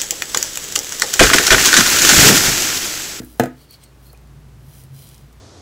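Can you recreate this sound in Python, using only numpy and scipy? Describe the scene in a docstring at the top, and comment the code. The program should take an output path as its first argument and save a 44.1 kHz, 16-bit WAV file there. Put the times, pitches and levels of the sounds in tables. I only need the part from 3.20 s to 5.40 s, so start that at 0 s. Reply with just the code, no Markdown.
"""A slow-beating hum (two sines), a low rumble and steady air (coloured noise) lie under a small, quiet room.
Two light knocks and a soft rub lead to one hard knock and a bounce of a plastic toy part put down on a table
close to the microphone: contact pulses ring tabletop modes, and noise bursts make the plastic crack.
Fingers then slide and squeak over a second part (stroked noise, wide and narrow), with small clicks from its
joints (short noise bursts); the rumble swells after the first second."""
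import sys
import numpy as np
from scipy import signal
from scipy.fft import rfft, irfft
from scipy.io import wavfile

SR = 44100
rng = np.random.default_rng(int(sys.argv[2]) if len(sys.argv) > 2 else 0)


def bounce(signal):
    """Save signal as a 16-bit WAV file at the path given by the first command-line argument."""
    frames = np.transpose(np.atleast_2d(signal))
    limited = np.clip(frames, -1, 1)
    pcm = np.round(limited * 32767).astype(np.int16)
    wavfile.write(sys.argv[1], SR, pcm)


N = 97020  # samples, 2.2 s


def undb(db):
    """Decibels to gain."""
    return 10 ** (np.asarray(db) / 20)


def unit(x):
    """Scale to rms 1."""
    return x / np.sqrt(np.mean(x ** 2) + 1e-24)


def on_log(hz, points):
    """Read a curve of (Hz, value) points on a log-frequency axis."""
    point_hz, value = np.array(points, float).T
    return np.interp(np.log(hz + 1e-3), np.log(point_hz), value)


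def colour(x, points, tilt_db=0):
    """Multiply a signal's spectrum by a curve, tilted by dB per octave; rms 1."""
    hz = np.arange(N // 2 + 1) * SR / N
    gain = undb(on_log(hz, points) + tilt_db * np.log2(hz + 1))
    return unit(irfft(rfft(x) * gain, N))


def band_noise(hz, width_hz):
    """Noise through a resonance applied twice; rms 1."""
    f = np.arange(1, N // 2 + 2) * SR / N  # starts one bin up to avoid dividing by zero
    detuning = (f * f - hz * hz) / (f * width_hz)
    return unit(irfft(rfft(rng.standard_normal(N)) / (1 + detuning ** 2), N))


def fade(start_s, decay_s):
    """Sudden start and exponential decay; decay_s is the time to fall to 1/e."""
    age = np.arange(N) / SR - start_s
    return (age >= 0) * np.exp(-np.maximum(age, 0) / decay_s)


def swell(peak_s, rise_s, fall_s):
    """A smooth bell-shaped stroke with its own rise and fall."""
    age = np.arange(N) / SR - peak_s
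    return np.exp(-(age / np.where(age < 0, rise_s, fall_s)) ** 2)


# colour of the room air: pitch_hz, level_db (per Hz, relative)
AIR_COLOUR = [(20, -15), (100, -1), (300, 2.5), (600, -5), (1200, -8), (2500, -14), (5000, -18),
              (10000, -21.5), (16000, -24.5)]
AIR_DB = -53


def air():
    """Steady broadband noise of the quiet room, weaker towards the treble."""
    return undb(AIR_DB) * colour(rng.standard_normal(N), AIR_COLOUR)


HUM_HZ, HUM_DB = 58, -48.5
SECOND_HUM_DB = -5  # relative to the first hum
BEAT_HZ, BEAT_NULL_S = 0.81, 0.52  # beat rate, and a moment when the hum is weakest


def hum():
    """Two nearly equal motor hums drift in and out of phase, so their sum beats."""
    age = np.arange(N) / SR - BEAT_NULL_S
    first = np.sin(2 * np.pi * HUM_HZ * age)
    second = undb(SECOND_HUM_DB) * np.sin(2 * np.pi * (HUM_HZ - BEAT_HZ) * age)
    return np.sqrt(2) * undb(HUM_DB) * (first - second)  # sqrt(2): HUM_DB is the first hum's rms


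# loudness path of the low rumble: time_s, level_db
RUMBLE_LEVEL = [(0, -53), (.55, -53.5), (.95, -50), (1.18, -41), (1.45, -43.5), (1.56, -45.5), (1.72, -41),
                (2.0, -46.5), (2.2, -46)]
# colour of the low rumble: pitch_hz, level_db (per Hz, relative)
RUMBLE_COLOUR = [(40, -20), (70, -4.5), (88, -1.5), (118, 0), (134, 11.5), (150, 1.5), (175, -15),
                 (220, -9.5), (400, -37), (900, -78)]


def rumble():
    """Low-pitched noise whose level rises and falls along a path."""
    time_s, level_db = np.array(RUMBLE_LEVEL).T
    level = undb(np.interp(np.arange(N) / SR, time_s, level_db))
    return level * colour(rng.standard_normal(N), RUMBLE_COLOUR)


# reverberation of the small room: pitch_hz, t60_s (time to fall by 60 dB)
ROOM_T60 = [(150, .17), (400, .22), (1200, .25), (2500, .23), (6000, .16), (12000, .13)]
# colour of the reflections: pitch_hz, level_db (relative)
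ROOM_COLOUR = [(100, -12), (300, -6), (700, -6), (1500, 2), (2500, 2), (5000, -3), (12000, -8)]
ROOM_DB, ROOM_DELAY_S = -8, 0.005


def room(x):
    """Diffuse reflections: noise tails in octave bands, the middle lasting longest and the top dying first."""
    hz = np.arange(N // 2 + 1) * SR / N
    noise = rfft(rng.standard_normal(N))
    tail = 0
    for centre_hz in 125 * 2. ** np.arange(8):
        band_shape = np.maximum(1 - abs(np.log2((hz + 1) / centre_hz)), 0)
        band = irfft(noise * band_shape, N)
        decay = fade(ROOM_DELAY_S, on_log(centre_hz, ROOM_T60) / np.log(1000))
        decay = decay / np.sqrt(np.sum(decay ** 2))  # equal energy before the colour
        tail = tail + undb(on_log(centre_hz, ROOM_COLOUR)) * band * decay
    return undb(ROOM_DB) * signal.fftconvolve(x, tail)[:N]


# joints and tabs clicking: start_s, level_db, centre_hz, width_hz, decay_s
JOINT_CLICKS = [(0.0473, -27, 11340, 4114, 0.0006), (0.2108, -35, 10200, 7000, 0.00043),
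                (0.5093, -30.5, 12700, 7110, 0.0007), (0.637, -43, 9400, 9100, 0.0056),
                (0.9305, -36, 12100, 11000, 0.001), (0.9336, -41, 510, 500, .005),
                (0.9747, -45, 6450, 9000, 0.0016), (1.0145, -58, 14100, 5000, 0.0023),
                (1.073, -54, 6000, 9000, .002), (1.6376, -40, 9900, 10000, 0.0011),
                (1.89, -38.5, 8150, 10100, 0.0014), (1.944, -41.5, 5970, 9000, 0.0025),
                (1.9796, -40.5, 6950, 10000, .001), (2.1273, -48, 6500, 11000, 0.0035)]


def clicks():
    """Tiny snaps of the joints, noise bursts damped at once by the fingers."""
    out = np.zeros(N)
    for start_s, level_db, centre_hz, width_hz, decay_s in JOINT_CLICKS:
        out += undb(level_db) * fade(start_s, decay_s) * band_noise(centre_hz, width_hz)
    return out


TICK_S, TICK_HZ, TICK_DB, TICK_LENGTH_S = 0.95, 2450, -49, 0.003  # length: rise, and again fall


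def tick():
    """One brief pitched tick: a sine under a short bell-shaped swell."""
    tone = np.sin(2 * np.pi * TICK_HZ * np.arange(N) / SR)
    return undb(TICK_DB) * swell(TICK_S, TICK_LENGTH_S, TICK_LENGTH_S) * tone


# short squeaks of skin on plastic: peak_s, rise_s, fall_s, level_db, pitch_hz
SKIN_SQUEAKS = [(0.41, 0.036, 0.044, -62, 4480), (0.512, .018, 0.026, -47.5, 4410),
                (0.544, 0.0078, 0.009, -40.5, 4500), (0.632, 0.0088, 0.02, -52.5, 8400),
                (0.66, 0.036, 0.036, -61, 4370), (0.864, 0.011, 0.0078, -52.5, 4280),
                (0.905, 0.011, 0.0044, -50, 4330)]
SQUEAK_WIDTH_HZ = 280


def squeaks():
    """Where the skin grips, the friction narrows to a thin, rough squeak."""
    out = np.zeros(N)
    for peak_s, rise_s, fall_s, level_db, pitch_hz in SKIN_SQUEAKS:
        out += undb(level_db) * swell(peak_s, rise_s, fall_s) * band_noise(pitch_hz, SQUEAK_WIDTH_HZ)
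    return out


# fingers sliding on plastic: peak_s, rise_s, fall_s, level_db, tilt_db (per octave)
FINGER_RUBS = [(0.07, 0.26, 0.16, -48.5, 6.5), (0.418, 0.044, 0.037, -52.5, 3),
               (0.536, 0.031, .025, -47, 2.5), (0.633, 0.027, 0.03, -53, 0),
               (0.865, 0.055, 0.064, -51.5, 7), (1.575, 0.12, 0.078, -48, 5.5),
               (1.79, 0.052, 0.072, -46, 5), (1.89, 0.052, 0.13, -51, 2.5)]
# colour of skin friction before the tilt: pitch_hz, level_db (per Hz, relative)
SKIN_COLOUR = [(800, -31), (2200, -1), (3150, 2.5), (4050, 1), (5800, -1.5), (7000, -6.5), (10500, -3.5),
               (14500, -8), (16000, -7)]
CATCHES_PER_S, CATCH_SPREAD_DB = 3200, 8.5
CATCH_SHARE = 0.76  # rms of the catches relative to the hiss
PALM_ECHO_S, PALM_ECHO_GAIN = 0.00113, -0.4


def rubs():
    """Skin slides over the plastic: a fine hiss with tiny catches, coloured by an echo inside the cupped hands."""
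    hits = rng.random(N) < CATCHES_PER_S / SR
    strength = undb(CATCH_SPREAD_DB * np.minimum(rng.exponential(size=N), 4))
    catches = hits * rng.choice([-1, 1], N) * strength
    friction = rng.standard_normal(N) + CATCH_SHARE * unit(catches)
    friction = friction + PALM_ECHO_GAIN * np.roll(friction, int(PALM_ECHO_S * SR))
    out = np.zeros(N)
    for peak_s, rise_s, fall_s, level_db, tilt_db in FINGER_RUBS:
        out += undb(level_db) * swell(peak_s, rise_s, fall_s) * colour(friction, SKIN_COLOUR, tilt_db)
    return out


# resonances of the tabletop, one entry per mode: pitch_hz
MODE_HZ = [134, 252, 283, 309, 337, 459, 487, 522, 672, 699, 727, 767, 856, 1256, 1344, 1410, 1497, 1608,
           1965]
# their strengths: level_db
MODE_DB = [-24, -20.5, -25, -21.5, -20, -16.5, -19, -16.5, -19, -15, -22.5, -21, -19, -18.5, -26, -21.5,
           -16, -34.5, -34]
# their ringing times: t60_s (time to fall by 60 dB)
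MODE_T60 = [.22, .3, .2, .3, .21, .19, .13, .09, .09, .1, .09, .08, .11, .1, .08, .07, .07, .1, .06]
THUD_DB, THUD_HZ, THUD_S = -3, 650, 0.002  # short thud added to the modes
TABLE_LOW_HZ = 124


def tabletop():
    """Response of the tabletop to a push: decaying modes and a thud, which radiate no deep bass."""
    t = np.arange(N) / SR
    ring = undb(THUD_DB) * np.sin(2 * np.pi * THUD_HZ * t) * fade(0, THUD_S)
    for pitch_hz, level_db, t60_s in zip(MODE_HZ, MODE_DB, MODE_T60):
        ring += undb(level_db) * np.sin(2 * np.pi * pitch_hz * t) * fade(0, t60_s / np.log(1000))
    low_cut = signal.butter(4, TABLE_LOW_HZ, "high", fs=SR, output="sos")
    return signal.sosfilt(low_cut, ring)


# plastic meeting the table: start_s, level_db (push), contact_ms, crack_db
TABLE_KNOCKS = [(0.001, -10.5, 2.82, -38.5), (0.0185, -34.5, 0.48, -45.5), (0.0332, -22.5, 2.7, -45.5),
                (0.1975, 0, 0.58, -13), (0.2052, 0, 1.74, -46), (0.2362, -16, 0.42, -26.5),
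                (0.2379, -12.5, 0.47, -40.5), (0.2574, -23, 0.14, -33.5), (0.2667, -16, 1.97, -60)]
# colour of the plastic crack: pitch_hz, level_db (per Hz, relative)
CRACK_COLOUR = [(900, -22), (1400, 12.5), (1950, -1), (2700, -4.5), (4000, -4), (6200, -3.5), (7500, 2.5),
                (8600, -4), (12500, -6), (13800, 1), (16000, -12)]
CRACK_S = 0.0023  # decay
RATTLE_DB, RATTLE_S = -22, 0.018  # relative to the crack; decay
SHELL_HZ, SHELL_WIDTH_HZ, SHELL_DB, SHELL_S = 1700, 1100, -4, 0.007  # level relative to the crack; decay


def knocks():
    """Each contact pushes the tabletop into its modes; the hollow plastic shell cracks, rings and rattles briefly."""
    t = np.arange(N) / SR
    push, crack, shell = np.zeros((3, N))
    for start_s, level_db, contact_ms, crack_db in TABLE_KNOCKS:
        progress = np.clip((t - start_s) / (contact_ms / 1000), 0, 1)
        force = np.sin(np.pi * progress) ** 2
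        push += undb(level_db) * force / force.sum()  # longer contact: softer, same impulse
        crack += undb(crack_db) * (fade(start_s, CRACK_S) + undb(RATTLE_DB) * fade(start_s, RATTLE_S))
        shell += undb(crack_db + SHELL_DB) * fade(start_s, SHELL_S)
    table = signal.fftconvolve(push, tabletop())[:N]
    crack_sound = crack * colour(rng.standard_normal(N), CRACK_COLOUR)
    shell_sound = shell * band_noise(SHELL_HZ, SHELL_WIDTH_HZ)
    return table + crack_sound + shell_sound


def scene():
    """The handling, its reflections and the background."""
    background = air() + hum() + rumble()
    near = clicks() + tick() + squeaks() + rubs() + knocks()
    return (background + room(near) + near)[None]


LOW_CUT_HZ, TOP_HZ = 42, 15800


def record(dry):
    """The recorder flattens peaks beyond full scale, then cuts the deepest bass and the top."""
    clipped = np.clip(dry, -1, 1)
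    low_cut = signal.butter(4, LOW_CUT_HZ, "high", fs=SR, output="sos")
    top_cut = signal.ellip(10, 0.2, 70, TOP_HZ, fs=SR, output="sos")  # 0.2 dB ripple, 70 dB rejection
    return signal.sosfilt(top_cut, signal.sosfilt(low_cut, clipped))


dry = scene()
out = record(dry)
bounce(out)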